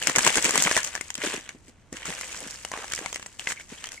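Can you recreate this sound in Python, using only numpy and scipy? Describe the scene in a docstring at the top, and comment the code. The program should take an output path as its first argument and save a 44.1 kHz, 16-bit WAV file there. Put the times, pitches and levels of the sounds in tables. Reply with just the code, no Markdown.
"""Plastic eggs in a mesh bag

Hollow plastic eggs are jostled close to the microphone, set down, then lifted and shaken down the net.
Shells clack, rattle and squeak against each other; mesh and wrappers scrape and crackle over them in
tiny slips. The bag bumps softly against hands and table in a quiet room."""
import sys
import numpy as np
from scipy import signal
from scipy.fft import rfft, irfft
from scipy.io import wavfile
from scipy.ndimage import uniform_filter1d

SR = 44100
rng = np.random.default_rng(int(sys.argv[2]) if len(sys.argv) > 2 else 0)


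def materialize(psi):
    """Save the field psi as 16-bit PCM at rate SR to the path in sys.argv[1].

    A 1-D psi becomes a single channel; in a 2-D psi each row is a channel.
    """
    bounded = np.clip(np.atleast_2d(psi).T, -1, 1)
    quanta = np.round(bounded * 32767).astype(np.int16)
    wavfile.write(sys.argv[1], SR, quanta)


N = 176400

# Shell-on-shell hits: start_s, shell_db, pitch_hz, thud_db, tick_db
CLACKS = [(0.0176, -28, 1720, -48, -39), (0.0255, -28, 2900, -43, -31), (0.0351, -30, 2660, -45, -34),
          (0.0712, -19, 2240, -29, -16.5), (0.0964, -24.5, 1870, -27, -25.5), (0.1536, -24, 2220, -41, -34),
          (0.1607, -17.5, 2100, -29, -16.5), (0.1668, -29, 1720, -25, -25), (0.1841, -19.5, 1640, -26, -18),
          (0.1907, -21, 1730, -28.5, -22.5), (0.2484, -25, 2220, -36, -21), (0.2652, -16.5, 1610, -19, -21),
          (0.2755, -18.5, 2840, -18.5, -18), (0.3032, -30, 3430, -29, -28), (0.3562, -25, 3370, -31, -22.5),
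          (0.372, -24, 1550, -32, -20), (0.3825, -25, 2160, -23.5, -32), (0.4249, -34, 3150, -54, -24.5),
          (0.4447, -23.5, 2280, -37, -21.5), (0.4579, -20.5, 2980, -28, -26),
          (0.4931, -24.5, 2430, -26, -26), (0.5084, -25, 1700, -41, -23), (0.5563, -22, 2270, -23, -21),
          (0.577, -21.5, 2280, -25, -18), (0.6004, -26.5, 3400, -35, -33), (0.6227, -33, 2690, -33, -16.5),
          (0.6383, -36, 1930, -50, -21), (0.65, -25, 3100, -36, -29), (0.663, -26, 1500, -28, -34),
          (0.6719, -18, 2200, -30, -32), (0.6778, -28, 1250, -24.5, -38), (0.7128, -20.5, 1740, -24.5, -25),
          (0.7663, -18, 1950, -23.5, -20), (0.7757, -20, 1674, -28, -22), (0.8313, -33.5, 2560, -50, -29),
          (0.8468, -34, 3160, -48, -26), (0.9521, -27.5, 1764, -37.5, -28.5),
          (0.9612, -34, 1640, -38.5, -38), (0.9768, -35, 1820, -37, -48), (1.0106, -30, 2150, -37, -32),
          (1.1034, -32, 3160, -40, -31), (1.153, -33, 3200, -47, -30), (1.1785, -42, 3180, -48, -37),
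          (1.3394, -31, 2620, -38, -34.5), (1.4912, -35.5, 2210, -48, -36.5),
          (1.9275, -44, 1850, -40.5, -38), (1.969, -37, 2840, -55, -39), (2.0551, -35.5, 1380, -42, -34),
          (2.1036, -33, 2080, -34, -41), (2.211, -31.5, 2050, -55, -32.5), (2.3458, -34, 1555, -47, -46),
          (2.5078, -51, 1600, -58, -35.5), (2.6495, -32.5, 2910, -34, -32.5),
          (2.7166, -30.5, 1010, -41, -34.5), (2.7376, -28.5, 1090, -36.5, -46),
          (2.7749, -36, 1970, -33.5, -48), (2.8432, -40, 1710, -35.5, -51), (2.9214, -30, 2820, -57, -31.5),
          (2.9356, -25, 2250, -45, -29), (2.9497, -52, 1700, -53, -30.5), (2.9779, -34, 1970, -53, -40),
          (2.9898, -33.5, 1670, -35.5, -34.5), (3.0602, -28.5, 2200, -31.5, -33.5),
          (3.1282, -33.5, 3220, -36, -35.5), (3.1451, -39, 3100, -52, -34.5),
          (3.159, -30.5, 2765, -38, -37), (3.1963, -41.5, 1690, -42.5, -44), (3.227, -38, 2690, -48, -43),
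          (3.2614, -38, 1970, -46.5, -39.5), (3.3953, -31, 3070, -45.5, -36), (3.4724, -22, 2100, -48, -37),
          (3.841, -34, 2960, -50, -34.5), (3.8704, -39, 3250, -47, -40), (3.8889, -41.5, 3300, -55, -40),
          (3.919, -42, 2000, -62, -36.5)]
# Modes of a hollow egg: pitch_ratio, level_db, t60_s
EGG_MODES = [(.71, -6, .022), (.86, -8, 0.018), (1, 5, .023), (1.24, -10, .018), (1.47, -13, .016),
             (1.75, -15, .014)]
# Fader rides for the sliding load: time_s, shells_db, mesh_db
SLIDE_LEVELS = [(0.0, -42.5, -40), (0.03, -35, -37.5), (0.06, -36.5, -34), (0.08, -26, -30),
                (0.14, -38, -39.5), (0.27, -21, -21.5), (0.32, -28.5, -33), (0.38, -24, -24.5),
                (0.41, -34.5, -35), (0.45, -23, -23), (0.52, -32, -33), (0.54, -24.5, -25),
                (0.61, -28, -29), (0.64, -27, -23), (0.66, -29, -31), (0.75, -29, -30),
                (0.78, -24.5, -28.5), (0.83, -41, -43), (0.87, -36, -34.5), (0.92, -42, -43),
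                (0.95, -41, -42), (1.0, -48, -50), (1.08, -50, -47), (1.1, -49, -52), (1.14, -57, -63),
                (1.242, -26.5, -29.5), (1.37, -36, -40), (1.41, -48, -50.5), (1.49, -47, -56),
                (1.62, -70, -65), (1.689, -55.5, -52), (1.73, -66.5, -70.5), (1.911, -68, -69),
                (1.931, -48, -49.5), (1.98, -43.5, -45), (2.05, -41, -49.5), (2.06, -34, -35),
                (2.14, -38.5, -40), (2.37, -42, -39.5), (2.47, -43, -40.5), (2.71, -51, -47),
                (2.72, -40.5, -43), (3.07, -42.5, -42), (3.12, -48.5, -44), (3.17, -44, -43),
                (3.19, -50, -53), (3.38, -59, -53), (3.41, -40.5, -41.5), (3.46, -45, -46),
                (3.49, -34, -32.5), (3.522, -33, -31), (3.55, -56, -56), (3.61, -44, -45.5),
                (3.63, -60, -52.5), (3.68, -56, -55), (3.721, -41, -42.5), (3.76, -48, -49),
                (3.86, -43, -47), (3.89, -54, -64), (3.94, -43.5, -40), (4.0, -64, -56)]
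# Single strands snapping over a shell: start_s, pitch_hz, level_db
STRAND_SNAPS = [(.8438, 6500, -17), (.8635, 7000, -23), (1.1422, 7000, -22), (2.1505, 6000, -27),
                (2.405, 9500, -21), (2.5585, 5000, -27), (2.961, 5200, -21), (3.2665, 7500, -27),
                (3.858, 6000, -26)]
# The bag landing on hands and table: start_s, length_s, pitch_hz, level_db
BAG_BUMPS = [(0.079, .03, 205, -36), (.175, 0.014, 263, -28.5), (.25, 0.054, 282, -35),
             (0.362, .03, 340, -31), (0.441, 0.069, 326, -35), (0.538, .04, 380, -34),
             (0.577, 0.038, 257, -33), (0.655, .012, 230, -30), (0.76, 0.019, 480, -33),
             (1.175, 0.019, 274, -41.5), (1.234, .018, 387, -28.5), (1.262, 0.02, 300, -33),
             (1.339, 0.0089, 302, -31.5), (1.367, 0.02, 297, -41), (1.547, 0.013, 276, -45.5),
             (1.68, 0.021, 260, -50), (1.923, .032, 230, -39), (2.078, 0.026, 213, -37.5),
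             (2.42, 0.074, 230, -45), (2.782, 0.013, 520, -42), (3.01, 0.03, 377, -42),
             (3.719, .008, 313, -37)]
# Shells rubbed until they sing: start_s, length_s, pitch_hz, level_db
SHELL_SQUEAKS = [(.777, .018, 1720, -26), (3.498, .022, 2200, -39), (3.568, .008, 2210, -39),
                 (3.603, .016, 2170, -43), (3.772, .03, 3180, -48), (3.857, .025, 3130, -48),
                 (3.974, .012, 2140, -41)]
# Mesh dragged over a shell: start_s, length_s, pitch_hz, level_db
MESH_CREAKS = [(2.07, .12, 540, -48), (2.39, .08, 520, -48), (2.745, .14, 950, -41), (3.02, .06, 700, -44)]
# Midrange bite of a clack: frequency_hz, gain_db
CRACK_EQ = [(600, -28.5), (1100, -3), (1800, 3), (3000, -1.5), (4200, -7), (6000, -22), (14000, -40)]
# Low body of a clack: frequency_hz, gain_db
THUD_EQ = [(80, -13), (200, -2.5), (480, 0.5), (1000, 2.5), (1500, -11.5), (3000, -35.5)]
# Bright edge of a clack: frequency_hz, gain_db
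TICK_EQ = [(2500, -22), (4500, -4), (6000, 2), (8300, -2), (10000, -8), (12500, -17), (16000, -20)]
# Hollow colour of scraping shells: frequency_hz, gain_db
SCRAPE_EQ = [(100, -22), (250, -8), (400, -8), (530, -2), (750, -7.5), (1020, -2.5), (1300, -4), (1700, 1),
             (2200, 1.5), (2600, 1), (3100, 1), (4000, -5.5), (6000, -18), (14000, -40)]
# Crisp colour of the mesh: frequency_hz, gain_db
MESH_EQ = [(2500, -9), (4200, -.5), (5500, .3), (7000, -.5), (8300, -1.7), (9500, -5.5), (12000, -15),
           (16000, -23)]
# Dark colour of the room's background: frequency_hz, gain_db
ROOM_TONE_EQ = [(20, -8), (60, 4), (120, -4), (250, -8), (500, -16), (1000, -19), (2500, -26), (6000, -36),
                (16000, -58)]
# Position of the bag: time_s, left_over_right_db
BAG_PAN = [(0, 2), (1.1, 2.5), (1.4, .5), (2.8, 0), (3.2, 1), (4, .5)]
# Resonances of the microphone ports, left then right: centre_hz, width_hz, level_db
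MIC_PORTS = [(7850, 1300, 3), (6750, 1100, 1)]

# Layer trims, added to the levels in the tables
RING_DB, CRACK_DB, THUD_DB, TICK_DB = -3, -4.2, -2.3, -2.6
SCRAPE_DB, RATTLE_DB, RUSTLE_DB, CRACKLE_DB, RUB_DB = -4.2, -6.5, -5, -9.5, -2.5

CRACK_T60_S, THUD_T60_S, TICK_T60_S, SLIP_T60_S = .012, .009, .014, .0065
IMPULSE_DB, BURST_TAIL_DB, BURST_TAIL_T60_S = 3.5, -17, .02
RUB_ATTACK_S, RUB_RELEASE_S, RUB_HOLD_SHARE = .0029, .005, .7
EGG_HZ = 2000  # reference pitch for mode decay and crack colour
STEREO_SPLIT_HZ = 3200  # above this the two microphones hear unlike sound


def shell_clacks(size=3072):
    """Egg hits egg: a sharp crack rings the shell, with a short thud below and a bright tick on top."""
    out, t = np.zeros((2, N)), np.arange(size) / SR
    thud_ir, tick_ir = eq_impulse(THUD_EQ), eq_impulse(TICK_EQ)
    level_attack = lambda x: x / rms(x[:, :int(.006 * SR)])
    for start, shell_db, hz, thud_db, tick_db in CLACKS:
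        colour_shift = (hz / EGG_HZ) ** .25  # the crack loosely follows the shell's pitch
        crack_ir = eq_impulse([(f * colour_shift, db) for f, db in CRACK_EQ])
        ring = undb(RING_DB) * level_attack(shell_ring(t, hz))
        crack = undb(CRACK_DB) * level_attack(convolve(impact(t, CRACK_T60_S), crack_ir))
        thud = undb(THUD_DB + thud_db) * level_attack(convolve(impact(t, THUD_T60_S), thud_ir))
        tick = undb(TICK_DB + tick_db) * level_attack(convolve(impact(t, TICK_T60_S), tick_ir))
        clack = undb(shell_db) * (ring + crack) + thud + tick
        add(out, pan(clack, start, offset_db=2 * rng.standard_normal()), start)
    return out


def shell_ring(t, hz):
    """A struck egg rings in modes that vary from hit to hit; higher shells die away sooner."""
    ring, decay_scale = 0, (EGG_HZ / hz) ** .8
    for ratio, db, t60 in EGG_MODES:
        detune, strength, skew = rng.standard_normal(3)
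        mode_hz = hz * ratio * (1 + .2 * (ratio - 1) * detune)
        stereo_phase = np.array([[1], [-1]]) * skew * mode_hz / STEREO_SPLIT_HZ
        envelope = undb(db + 2 * strength) * decay(t, t60 * decay_scale)
        ring = ring + envelope * np.sin(2 * np.pi * mode_hz * t + stereo_phase)
    return ring


def impact(t, t60):
    """The raw transient of a hit: an impulse and a noise burst with a faint tail."""
    envelope = decay(t, t60) + undb(BURST_TAIL_DB) * decay(t, BURST_TAIL_T60_S)
    return undb(IMPULSE_DB) * (t == 0) + stereo_noise(len(t)) * envelope


def sliding_load():
    """Shells scrape and rattle while the mesh rustles and crackles over them."""
    t = np.arange(N) / SR
    times, shells_db, mesh_db = np.array(SLIDE_LEVELS).T
    shell_slips = slips(per_s=1400, scatter_db=3.9)
    mesh_slips = slips(per_s=1700, scatter_db=3.9) + undb(-6) * shell_slips  # shells jerk the mesh too
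    scrape = colour(shell_slips, SCRAPE_EQ)
    rustle = colour(mesh_slips, MESH_EQ)
    rattle = colour(pops(per_s=190, low_hz=1400, high_hz=3900, cycles=16), SCRAPE_EQ)
    crackle = colour(pops(per_s=130, low_hz=5500, high_hz=11000, cycles=28), MESH_EQ)
    shells = (undb(SCRAPE_DB) * scrape + undb(RATTLE_DB) * rattle) * undb(np.interp(t, times, shells_db))
    mesh = (undb(RUSTLE_DB) * rustle + undb(CRACKLE_DB) * crackle) * undb(np.interp(t, times, mesh_db))
    return pan(shells + mesh, t)


def slips(per_s, scatter_db, size=N):
    """Stick and slip: a dense train of tiny cracks of very unequal size, even in mean strength."""
    hits = rng.random(size) < per_s / SR
    energy = hits * undb(scatter_db * np.minimum(rng.exponential(size=size), 4)) ** 2
    energy = signal.lfilter([1], [1, -decay(2 / SR, SLIP_T60_S)], energy) + 1e-3
    energy = energy / uniform_filter1d(energy, int(.09 * SR))
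    return stereo_noise(size) * np.sqrt(energy)


def pops(per_s, low_hz, high_hz, cycles, spread_db=18):
    """A scatter of tiny contacts, most of them weak, each at its own pitch."""
    out = np.zeros((2, N))
    for when, pitch, weakness in rng.random((int(per_s * N / SR), 3)):
        hz = low_hz * (high_hz / low_hz) ** pitch
        add(out, undb(-spread_db * np.sqrt(weakness)) * pop(hz, cycles), when * N / SR)
    return out


def pop(hz, cycles, grit=.9, size=1024):
    """One tiny contact: a gritty, pitched click that falls 60 dB over the given cycles."""
    t = np.arange(size) / SR
    stereo_phase = np.array([[1], [-1]]) * rng.standard_normal() * hz / STEREO_SPLIT_HZ
    tone = np.sin(2 * np.pi * hz * t + stereo_phase)
    return decay(t, cycles / hz) * (tone + grit * stereo_noise(size))


def strand_snaps():
    """Taut strands let go one at a time, each with a bright pop."""
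    out = np.zeros((2, N))
    for start, hz, db in STRAND_SNAPS:
        add(out, pan(undb(db) * pop(hz, cycles=28), start), start)
    return convolve(out, eq_impulse(MESH_EQ))


def rubs(cues, width, size=8192):
    """Lasting contacts: slips drive one resonance, broad when cushioned, narrow when a shell sings."""
    out, t = np.zeros((2, N)), np.arange(size) / SR
    f = np.fft.rfftfreq(size, 1 / SR) + 1
    for start, length, hz, db in cues:
        resonance = 1 / (1 + 1j * (f / hz - hz / f) / width) ** 2
        attack = np.minimum(t / RUB_ATTACK_S, 1)
        release = np.exp(-np.maximum(t - RUB_HOLD_SHARE * length, 0) / RUB_RELEASE_S)
        friction = slips(per_s=700, scatter_db=2.5, size=size)
        rub = attack * release * irfft(rfft(friction) * resonance)
        rub /= rms(rub[:, :int((length + RUB_RELEASE_S) * SR)])
        add(out, pan(undb(db + RUB_DB) * rub, start), start)
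    return out


def room_reverb(x, level_db=-13, t60_s=.15, predelay_s=.005):
    """A faint, short tail from the walls."""
    t = np.arange(SR // 2) / SR
    tail = rng.standard_normal((2, len(t))) * decay(t, t60_s) * (t > predelay_s)
    return undb(level_db) * convolve(x, tail / np.sqrt(np.sum(tail ** 2) / 2))


def room_tone(level_db=-56.5, spread=.6):
    """The low, steady noise bed of the room."""
    noise = rng.standard_normal(N) + spread * rng.standard_normal((2, N))
    return undb(level_db) * colour(noise, ROOM_TONE_EQ, size=4096)


def pan(x, when, offset_db=0, lag_s_per_db=.00004):
    """The bag is louder and earlier in the nearer, left microphone."""
    db = np.interp(when, *np.array(BAG_PAN).T)
    lag_samples = max(int(round(np.mean(db) * lag_s_per_db * SR)), 0)
    gain = undb((db + offset_db) / 2)
    return np.array([x[0] * gain, np.roll(x[1], lag_samples) / gain])


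def stereo_noise(size):
    """White noise, centred in the bass and wide in the treble."""
    likeness = 1 / (1 + (np.fft.rfftfreq(size, 1 / SR) / STEREO_SPLIT_HZ) ** 2)
    spectra = rfft(rng.standard_normal((2, size)))
    mid, side = irfft(spectra * np.sqrt([1 + likeness, 1 - likeness]), size)
    return np.array([mid + side, mid - side]) / np.sqrt(2)


def eq_impulse(curve, size=1024):
    """Minimum-phase impulse response of an EQ curve."""
    hz, db = np.array(curve).T
    f = np.maximum(np.fft.rfftfreq(size, 1 / SR), 1)
    gain = undb(np.interp(np.log(f), np.log(hz), db))
    cepstrum = irfft(np.log(gain))
    cepstrum[1:size // 2] *= 2
    cepstrum[size // 2 + 1:] = 0
    return irfft(np.exp(rfft(cepstrum)))[None]


def colour(x, curve, size=1024):
    """Apply an EQ curve and normalise to unit RMS."""
    shaped = convolve(x, eq_impulse(curve, size))
    return shaped / rms(shaped)


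def convolve(x, ir):
    """Filter both channels with an impulse response."""
    return signal.fftconvolve(x, ir, axes=1)[:, :x.shape[1]]


def add(out, x, start):
    """Mix x into out at a time in seconds."""
    i = max(int(start * SR), 0)
    out[:, i:i + x.shape[1]] += x[:, :N - i]


def decay(t, t60):
    """Exponential fade, 60 dB down at t60."""
    return np.exp(-np.log(1000) * t / t60)


def undb(db):
    """Decibels to gain."""
    return 10 ** (np.asarray(db) / 20)


def rms(x):
    """Root mean square."""
    return np.sqrt(np.mean(x ** 2)) + 1e-12


def scene():
    """The bag of eggs in its room."""
    bag = shell_clacks() + strand_snaps() + sliding_load()
    bag += rubs(BAG_BUMPS, width=.9) + rubs(SHELL_SQUEAKS, width=.12) + rubs(MESH_CREAKS, width=1.2)
    return bag + room_reverb(bag) + room_tone()


def record(dry, top_hz=15200):
    """Each microphone port rings in the treble; the recorder rounds the peaks and cuts the top."""
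    channels = []
    for x, (hz, width_hz, db) in zip(dry, MIC_PORTS):
        port_ring = signal.lfilter(*signal.iirpeak(hz, hz / width_hz, fs=SR), x)
        channels.append(x + undb(db) * port_ring)
    high_cut = signal.ellip(8, .2, 80, top_hz, fs=SR, output="sos")
    return signal.sosfilt(high_cut, np.tanh(channels))


dry = scene()
out = record(dry)
materialize(out)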